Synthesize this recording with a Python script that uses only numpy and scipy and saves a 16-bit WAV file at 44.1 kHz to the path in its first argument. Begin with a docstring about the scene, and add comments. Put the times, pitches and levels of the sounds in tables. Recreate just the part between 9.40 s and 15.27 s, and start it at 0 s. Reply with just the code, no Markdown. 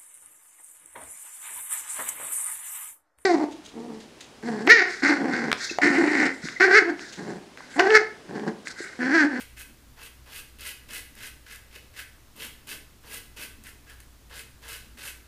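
"""Short rasping strokes of a safety razor through lathered stubble, in a small tiled bathroom.
Each hair that the blade cuts is a tiny snap that rings the razor; the guard rubs the wet skin below them.
Sharp snags, foamy swishes, soft thuds and one squelch break up the strokes.
The tiles throw all these back in dense echoes, over a low hum, a soft rumble, hiss and a rustle of cloth."""
import sys
import numpy as np
from scipy import signal
from scipy.fft import rfft, irfft
from scipy.io import wavfile
from scipy.ndimage import uniform_filter1d

SR = 44100
rng = np.random.default_rng(int(sys.argv[2]) if len(sys.argv) > 2 else 0)


def waveform_to_disk(signal):
    """Save audio, clipped to [-1, 1], as 16-bit WAV at the path in sys.argv[1]."""
    frames = np.transpose(np.atleast_2d(signal))
    scaled = np.clip(frames, -1, 1) * 32767
    samples = np.round(scaled).astype(np.int16)
    wavfile.write(sys.argv[1], SR, samples)


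N = 258867

# Damped modes of razor head and handle. Each row: centre in Hz, width in Hz, relative level in dB.
RAZOR_MODES = [(1366, 40, -6), (1535, 28, 3), (1646, 32, 3), (1754, 30, -2), (2014, 20, 3), (2122, 50, -4),
               (2278, 30, -3), (2520, 90, -6), (2615, 30, 2), (2908, 55, -1), (3150, 150, -7),
               (3670, 60, -8)]
# Spectrum of the cutting rasp. Each row: frequency in Hz, relative density in dB per Hz.
RASP_SPECTRUM = [(200, -18.5), (900, -19.5), (1280, -9), (1620, 4), (1850, -0.5), (2060, 2.5), (2350, -3),
                 (2650, 5), (3050, 0.5), (3800, -1.5), (4900, -0.5), (5700, -4), (6700, -4.5), (8000, -8),
                 (16000, -23.5)]
# Spectrum of the crisp edge. Each row: frequency in Hz, relative density in dB per Hz.
CRISP_SPECTRUM = [(1500, -18.5), (4000, -1), (5600, -1), (6300, 2), (7700, 3.5), (8500, 5.5), (9200, 7.5),
                  (10300, 3.5), (12500, 3.5), (14000, -0.5), (16000, -3.5)]
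# Spectrum of the guard on skin. Each row: frequency in Hz, relative density in dB per Hz.
RUB_SPECTRUM = [(100, -27.5), (180, -9.5), (240, -6), (310, -0.5), (375, -5.5), (450, 9), (505, -4),
                (580, 2), (700, -9.5), (840, -4.5), (950, -1), (1150, -3.5), (2000, -16)]


def razor(rasp_db=-3.0, modes_db=5.5, crisp_db=-2.5, rub_db=-0.5, snag_ring_db=-7,
          focus_width_hz=650, crisp_tilt_db_per_octave=5):
    """Snaps sound directly and through the razor's modes; harder strokes cut more hairs a second."""
    cut, crisp, rub = stroke_gains()
    hairs_per_s = 900 + 4000 * cut / cut.max()
    hairs = snaps(hairs_per_s, spread_db=2.0, smear=0.55) * tufts(depth_db=3.2, length_s=0.014)
    snag = snags()

    centre_hz, lift_db = blade_angle()
    drive = focus(cut * hairs + gain_of(snag_ring_db) * snag, centre_hz, lift_db, focus_width_hz)
    modes = sum(gain_of(db) * ring(drive, hz, width_hz) for hz, width_hz, db in RAZOR_MODES)
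    rasp = colour(drive, RASP_SPECTRUM)

    # the thinnest hairs add a fizz of their own, brighter when the scrape sits higher
    thin_hairs = snaps(per_s=2500, spread_db=2.5, smear=0.33) * tufts(depth_db=5.5, length_s=0.016)
    fizz = evened(hairs + thin_hairs)
    tilt_db = crisp_tilt_db_per_octave * np.log2(centre_hz / 2150)
    edge = colour(tilted(crisp * fizz + snag, 10000, tilt_db), CRISP_SPECTRUM)

    skin = colour(rub * snaps(per_s=900, spread_db=4.0, smear=0.76), RUB_SPECTRUM)
    direct = gain_of(rasp_db) * rasp + gain_of(crisp_db) * edge
    return direct + gain_of(modes_db) * modes + gain_of(rub_db) * skin


# Strokes of the blade. Each row: start in seconds, swell in seconds, ease in seconds,
# relative cutting level in dB, level at first touch in dB re cutting, crispness in dB re cutting,
# relative skin rub in dB, band favoured by the blade's angle in Hz, lift of that band in dB.
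STROKES = [ (0.0, .012, 0.013, -41, -1.5, 0, -58.5, 2100, 5),
           (0.169, 0.031, 0.026, -44, -6, 1, -62, 2040, 4),
           (0.565, 0.064, 0.044, -45, -18, -3, -59, 2500, 4),
           (0.86, 0.11, 0.032, -41, -16.5, 0.5, -60, 2850, 2.5),
           (1.189, 0.08, 0.048, -38.5, -12, 0, -57, 2630, 3),
           (1.489, 0.055, .054, -37.5, -10, -1, -52.5, 1940, 5),
           (1.765, 0.1, 0.017, -38.5, -13, -4, -57.5, 1740, 7),
           (2.064, 0.06, 0.033, -43, -8, -5.5, -63, 1710, 6.5),
           (2.31, 0.053, 0.018, -46.5, -11, -4, -63.5, 2600, 4.5),
           (2.536, .062, 0.019, -37.7, -19.5, -3.5, -56.5, 1900, 6),
           (2.96, 0.068, .04, -38, -17, -1, -51.5, 3100, 5.5),
           (3.272, 0.037, 0.043, -38.5, -9.5, -1.5, -50.5, 3030, 3),
           (3.63, 0.11, 0.041, -41.5, -21, 2.5, -52.5, 3360, 0.5),
           (3.966, 0.05, 0.045, -41, -7, -.5, -52, 2440, 2),
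           (4.245, 0.029, 0.021, -46, -8, -1.5, -60, 1830, 9),
           (4.465, 0.037, 0.035, -50.3, -8, -6, -61.5, 1610, 9),
           (4.9, 0.087, 0.03, -43.5, -12, -1, -58, 1760, 2),
           (5.22, 0.085, 0.068, -41.5, -15, -2, -56, 1440, 4),
           (5.575, 0.097, 0.033, -39.5, -10.5, 0, -54, 1470, 4.5), ]
TOUCH_S, LIFT_TAU_S = 0.0053, 0.011  # linear fade-in before start, decay time constant after the ease
SWELL_CURVE = 1.09  # above 1, the climb in dB flattens toward the top
EASE_DB = -5.5  # the hand lightens before the blade lifts
DULL_TOUCH_DB, CRISP_END_DB = -7, 1  # dull in the lather at first, crisp at the end
RUB_SHARE = 0.35  # share of the swell and ease in dB that the rub follows


def stroke_gains():
    """Cutting, crispness and rub over time: the blade lands, bites harder, eases and lifts off."""
    t, gains = np.arange(N) / SR, np.zeros((3, N))
    for start, swell, ease, cut_db, touch_db, crisp_db, rub_db, _, _ in STROKES:
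        age = t - start
        to_go = np.clip(1 - age / swell, 0, 1)
        easing = np.clip((age - swell) / ease, 0, 1)
        landing = np.clip(age / TOUCH_S + 1, 0, 1)
        lifting = np.exp(-np.maximum(age - swell - ease, 0) / LIFT_TAU_S)
        bite_db = touch_db * to_go ** SWELL_CURVE + EASE_DB * easing
        bright_db = crisp_db + DULL_TOUCH_DB * to_go + CRISP_END_DB * easing
        levels_db = [cut_db + bite_db, cut_db + bite_db + bright_db, rub_db + RUB_SHARE * bite_db]
        gains += landing * lifting * gain_of(levels_db)
    return gains


def blade_angle():
    """The favoured band and its lift over time; the hand turns from one stroke's angle to the next."""
    start, swell, *_, hz, lift_db = np.transpose(STROKES)
    return [np.interp(np.arange(N) / SR, start + swell, value) for value in (hz, lift_db)]


def snaps(per_s, spread_db, smear):
    """Random hairs of uneven thickness part under the blade, over a smear of fine friction; rms 1."""
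    size = gain_of(spread_db * np.minimum(rng.exponential(1, N), 4))
    size = size * rng.choice([-1, 1], N)
    hairs = size * (rng.random(N) < per_s / SR) / np.sqrt(per_s)
    return evened(evened(hairs) + smear * rng.standard_normal(N))


def tufts(depth_db, length_s):
    """Hair grows in patches, so the cutting flutters within limits."""
    lowpass = signal.butter(2, 1 / length_s, fs=SR, output="sos")
    flutter = evened(signal.sosfilt(lowpass, rng.standard_normal(N)))
    return evened(gain_of(depth_db * np.tanh(flutter)))


# The blade lands or snags on a tuft. Each row: start in seconds, relative level in dB.
SNAGS = [(0.1685, -45), (0.217, -41), (0.635, -34), (1.187, -42), (1.208, -33), (1.4855, -46),
         (1.5777, -39), (1.7524, -37.5), (1.8697, -33), (2.132, -36), (2.158, -33.5), (2.9637, -40),
         (2.9771, -42), (3.272, -35), (3.291, -33), (3.731, -32), (3.9694, -42), (4.2384, -36),
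         (4.4983, -40), (4.6024, -35), (5.2878, -30), (5.5855, -36)]


def snags(tick_tau_s=0.002, burst_tau_s=0.0086, burst_db=-9, level_db=-7):
    """A sharp tick as the blade catches, then the tuft gives way in a short burst."""
    envelope, t = np.zeros(N), np.arange(SR // 20) / SR
    shape = np.exp(-t / tick_tau_s) + gain_of(burst_db) * np.exp(-t / burst_tau_s)
    for start, db in SNAGS:
        add(envelope, start, gain_of(db + level_db) * shape)
    return envelope * snaps(per_s=9800, spread_db=4, smear=0.76)


# The guard ploughs through thick lather. Each row: start in seconds, length in seconds, level in dB.
SWISHES = [(0.565, 0.075, -53), (0.86, 0.1, -54), (3.633, .075, -56), (4.901, .07, -49.5),
           (5.224, 0.095, -52)]
# Spectrum of the swish. Each row: frequency in Hz, relative density in dB per Hz.
FOAM_SPECTRUM = [(200, -17.5), (480, 0), (720, -3), (980, 4.5), (1220, -3.5), (1650, 4), (1950, 1),
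                 (2250, -8), (3000, -7), (4500, -10), (9000, -31)]


def lather(attack_s=0.011):
    """Tiny bubbles burst under the guard in a dull swish that thins as the blade takes over."""
    envelope = np.zeros(N)
    for start, length, db in SWISHES:
        t = np.arange(0, length, 1 / SR)
        thinning = np.sqrt(abs(1 - t / length))
        add(envelope, start, gain_of(db) * np.minimum(t / attack_s, 1) * thinning)
    return colour(envelope * snaps(per_s=1500, spread_db=2.5, smear=0.63), FOAM_SPECTRUM)


# The razor presses under the jaw. Each row: start in seconds, length in seconds, level in dB.
THUDS = [(2.985, .07, -53), (3.295, .075, -52), (3.975, .05, -50.5)]
# Spectrum of the thud. Each row: frequency in Hz, relative density in dB per Hz.
JAW_SPECTRUM = [(80, -20), (135, 4), (175, -14), (230, 6), (275, -3), (335, -4), (440, -6), (600, -14),
                (900, -25), (2000, -42)]


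def thuds():
    """Each press swells and fades in the soft flesh under the jaw."""
    envelope = np.zeros(N)
    for start, length, db in THUDS:
        add(envelope, start, gain_of(db) * np.sin(np.pi * np.arange(0, length, 1 / SR) / length))
    return colour(envelope * rng.standard_normal(N), JAW_SPECTRUM)


def squelch(start_s=2.354, length_s=0.022, from_hz=380, to_hz=600, peak_db=-49, rough=0.15):
    """A pocket of air squeezed out of the lather rises unevenly in pitch."""
    out, t = np.zeros(N), np.arange(0, length_s, 1 / SR)
    glide_hz = from_hz + (to_hz - from_hz) * t / length_s
    hz = glide_hz * (1 + rough * drift(length_s=0.002)[:len(t)])
    tone = np.sin(2 * np.pi * np.cumsum(hz) / SR)
    add(out, start_s, gain_of(peak_db) * np.sin(np.pi * t / length_s) * tone)
    return out


def bathroom(x, wet_db=-3, sway_hz=1.3, count=5):
    """The moving hand blends from one echo pattern to the next, in a repeating cycle."""
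    place = np.arange(N) / SR * sway_hz * 2 * np.pi
    weights = np.array([np.maximum(np.cos(place - 2 * np.pi * k / count), 0) ** 2 for k in range(count)])
    weights = weights / np.linalg.norm(weights, axis=0)
    return x + gain_of(wet_db) * sum(reflections(x * w) for w in weights)


def reflections(x, first_s=0.002, size=256):
    """Dense echoes from the tiles, each band dying at its own speed."""
    # Each row: frequency in Hz, time to fall 60 dB in seconds.
    t60 = [(200, 0.69), (800, 0.37), (2000, 0.48), (5500, 0.42), (14000, 0.42)]
    late_enough = np.arange(SR) / SR > first_s
    taps = rng.standard_normal(SR) * (rng.random(SR) < 5000 / SR) * late_enough  # 5000 echoes/s
    hz, t, z = signal.stft(taps, SR, nperseg=size)
    decay = gain_of(-60 * t / read(t60, hz)[:, None])
    tail = signal.istft(z * decay, SR, nperseg=size)[1]
    return signal.fftconvolve(x, tail / np.linalg.norm(tail))[:N]


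def background():
    """Steady rumble and hiss, a wavering low hum and the rustle of the arm."""
    return rumble_and_hiss() + hum() + rustle()


# Spectrum of the quiet room. Each row: frequency in Hz, relative density in dB per Hz.
FLOOR_SPECTRUM = [(20, 6), (32, 4), (45, -2.5), (80, 1), (128, 1), (160, -9.5), (290, -10), (500, -14),
                  (800, -16.5), (1300, -15.5), (2500, -19.5), (4000, -20), (15000, -25)]
# Likeness of the two channels. Each row: frequency in Hz, correlation from -1 to 1.
CHANNEL_LIKENESS = [(30, 0.95), (200, 0.94), (500, 0.91), (1500, 1), (5000, 1), (15000, 0.99)]


def rumble_and_hiss(rms_db=-54.72):
    """Shaped noise; mid and side are weighted so that the two channels are alike as tabled."""
    hz = np.fft.rfftfreq(N, 1 / SR)
    same = np.clip(read(CHANNEL_LIKENESS, hz), -1, 1)
    noise = rfft(rng.standard_normal((2, N))) * gain_of(read(FLOOR_SPECTRUM, hz))
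    mid, side = noise * np.sqrt([1 + same, 1 - same])
    return gain_of(rms_db) * evened(irfft([mid + side, mid - side], N))


# Level of the low hum before its waver. Each row: time in seconds, rms level in dB.
HUM_LEVEL = [(0, -57), (.19, -50.5), (.28, -59.5), (1, -56.5), (1.7, -59.5), (2.2, -56.5), (3.1, -61.5),
             (4.3, -56.5), (5.87, -55.5)]


def hum(centre_hz=60.1, wander_hz=2, waver_db=2.5, waver_s=0.093):
    """A low sine whose pitch wanders and whose level wavers (both spreads are rms)."""
    level_db = np.interp(np.arange(N) / SR, *np.transpose(HUM_LEVEL)) + waver_db * drift(waver_s)
    wander = wander_hz * evened(uniform_filter1d(rng.standard_normal(N), size=4000))
    return np.sqrt(2) * gain_of(level_db) * np.sin(2 * np.pi * np.cumsum(centre_hz + wander) / SR)


def rustle(level_db=-4):
    """The arm and shirt shift with a soft low rustle of shaped noise."""
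    # Each row: frequency in Hz, relative density in dB per Hz.
    cloth = [(90, -22.5), (132, -1.0), (175, -21.0), (215, 1.0), (240, -0.5), (310, -3.5), (400, -18.5),
             (800, -34)]
    return gain_of(level_db) * arm_gain() * colour(rng.standard_normal(N), cloth)


# Moves of the arm. Each row: loudest time in seconds, decay time constant in seconds, relative level in dB.
ARM_MOVES = [(0.31, 0.11, -53), (1.46, 0.22, -55.5), (1.73, .14, -58.5), (2.98, .3, -56), (3.71, .2, -58.5),
             (4.19, .17, -54.5), (5.46, .25, -55)]


def arm_gain(rise_tau_s=0.054, rest_db=-64.5):
    """Each move of the arm builds quickly and dies away, over a fainter rustle at rest."""
    t, moves = np.arange(N) / SR, np.zeros(N)
    for loudest, fade, db in ARM_MOVES:
        moves += gain_of(db) * np.exp(np.minimum((t - loudest) / rise_tau_s, (loudest - t) / fade))
    return np.hypot(gain_of(rest_db), moves)


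def gain_of(db):
    """Decibels to gain."""
    return 10 ** (np.asarray(db) / 20)


def evened(x):
    """Scales to rms 1."""
    return x / np.sqrt(np.mean(x ** 2) + 1e-20)


def read(points, hz):
    """Reads a table on a log-frequency axis."""
    f, value = np.transpose(points)
    return np.interp(np.log(hz + 1), np.log(f + 1), value)


def add(mix, start_s, sound):
    """Adds a sound into the mix in place."""
    part = mix[max(round(start_s * SR), 0):][:len(sound)]
    part += sound[:len(part)]


def colour(x, points, size=2048):
    """Causal minimum-phase filter of unit energy, so that snaps keep their sharp fronts."""
    log_gain = np.log(gain_of(read(points, abs(np.fft.fftfreq(size, 1 / SR)))))
    taps = np.fft.ifft(np.exp(np.conj(signal.hilbert(log_gain)))).real
    return signal.oaconvolve(x, taps / np.linalg.norm(taps))[:N]


def ring(x, hz, width_hz):
    """One damped mode, with gain 1 at its centre."""
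    return signal.lfilter(*signal.iirpeak(hz, hz / width_hz, fs=SR), x)


def focus(x, hz, lift_db, width_hz):
    """A broad resonance that follows the curve hz lifts its band; the overall level stays about the same."""
    turn = np.exp(2j * np.pi * np.cumsum(hz) / SR)
    r = np.exp(-np.pi * width_hz / SR)
    # shift the band to 0 Hz, lowpass, shift back
    band = 2 * (turn * signal.lfilter([1 - r], [1, -r], x / turn)).real
    return (x + (gain_of(lift_db) - 1) * band) / gain_of(lift_db / 2)


def tilted(x, hz, db):
    """Positive db lifts what lies above hz and lowers what lies below it; negative does the reverse."""
    low = signal.lfilter(*signal.butter(1, hz, fs=SR), x)
    return low * gain_of(-db / 2) + (x - low) * gain_of(db / 2)


def drift(length_s):
    """Smoothed chance of rms 1 that changes over about length_s."""
    hz = np.fft.rfftfreq(N, 1 / SR)
    return evened(irfft(rfft(rng.standard_normal(N)) * np.exp(-(hz * length_s) ** 2), N))


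def scene():
    """The razor is straight ahead, equal in both channels; the background is added without echoes."""
    return bathroom(razor() + lather() + thuds() + squelch()) + background()


def record(dry, edge_hz=15450):
    """Band limit: a steep linear-phase lowpass."""
    taps = signal.firwin(511, edge_hz, window=("kaiser", 9), fs=SR)
    return signal.oaconvolve(dry, taps[None], "same")


dry = scene()
out = record(dry)
waveform_to_disk(out)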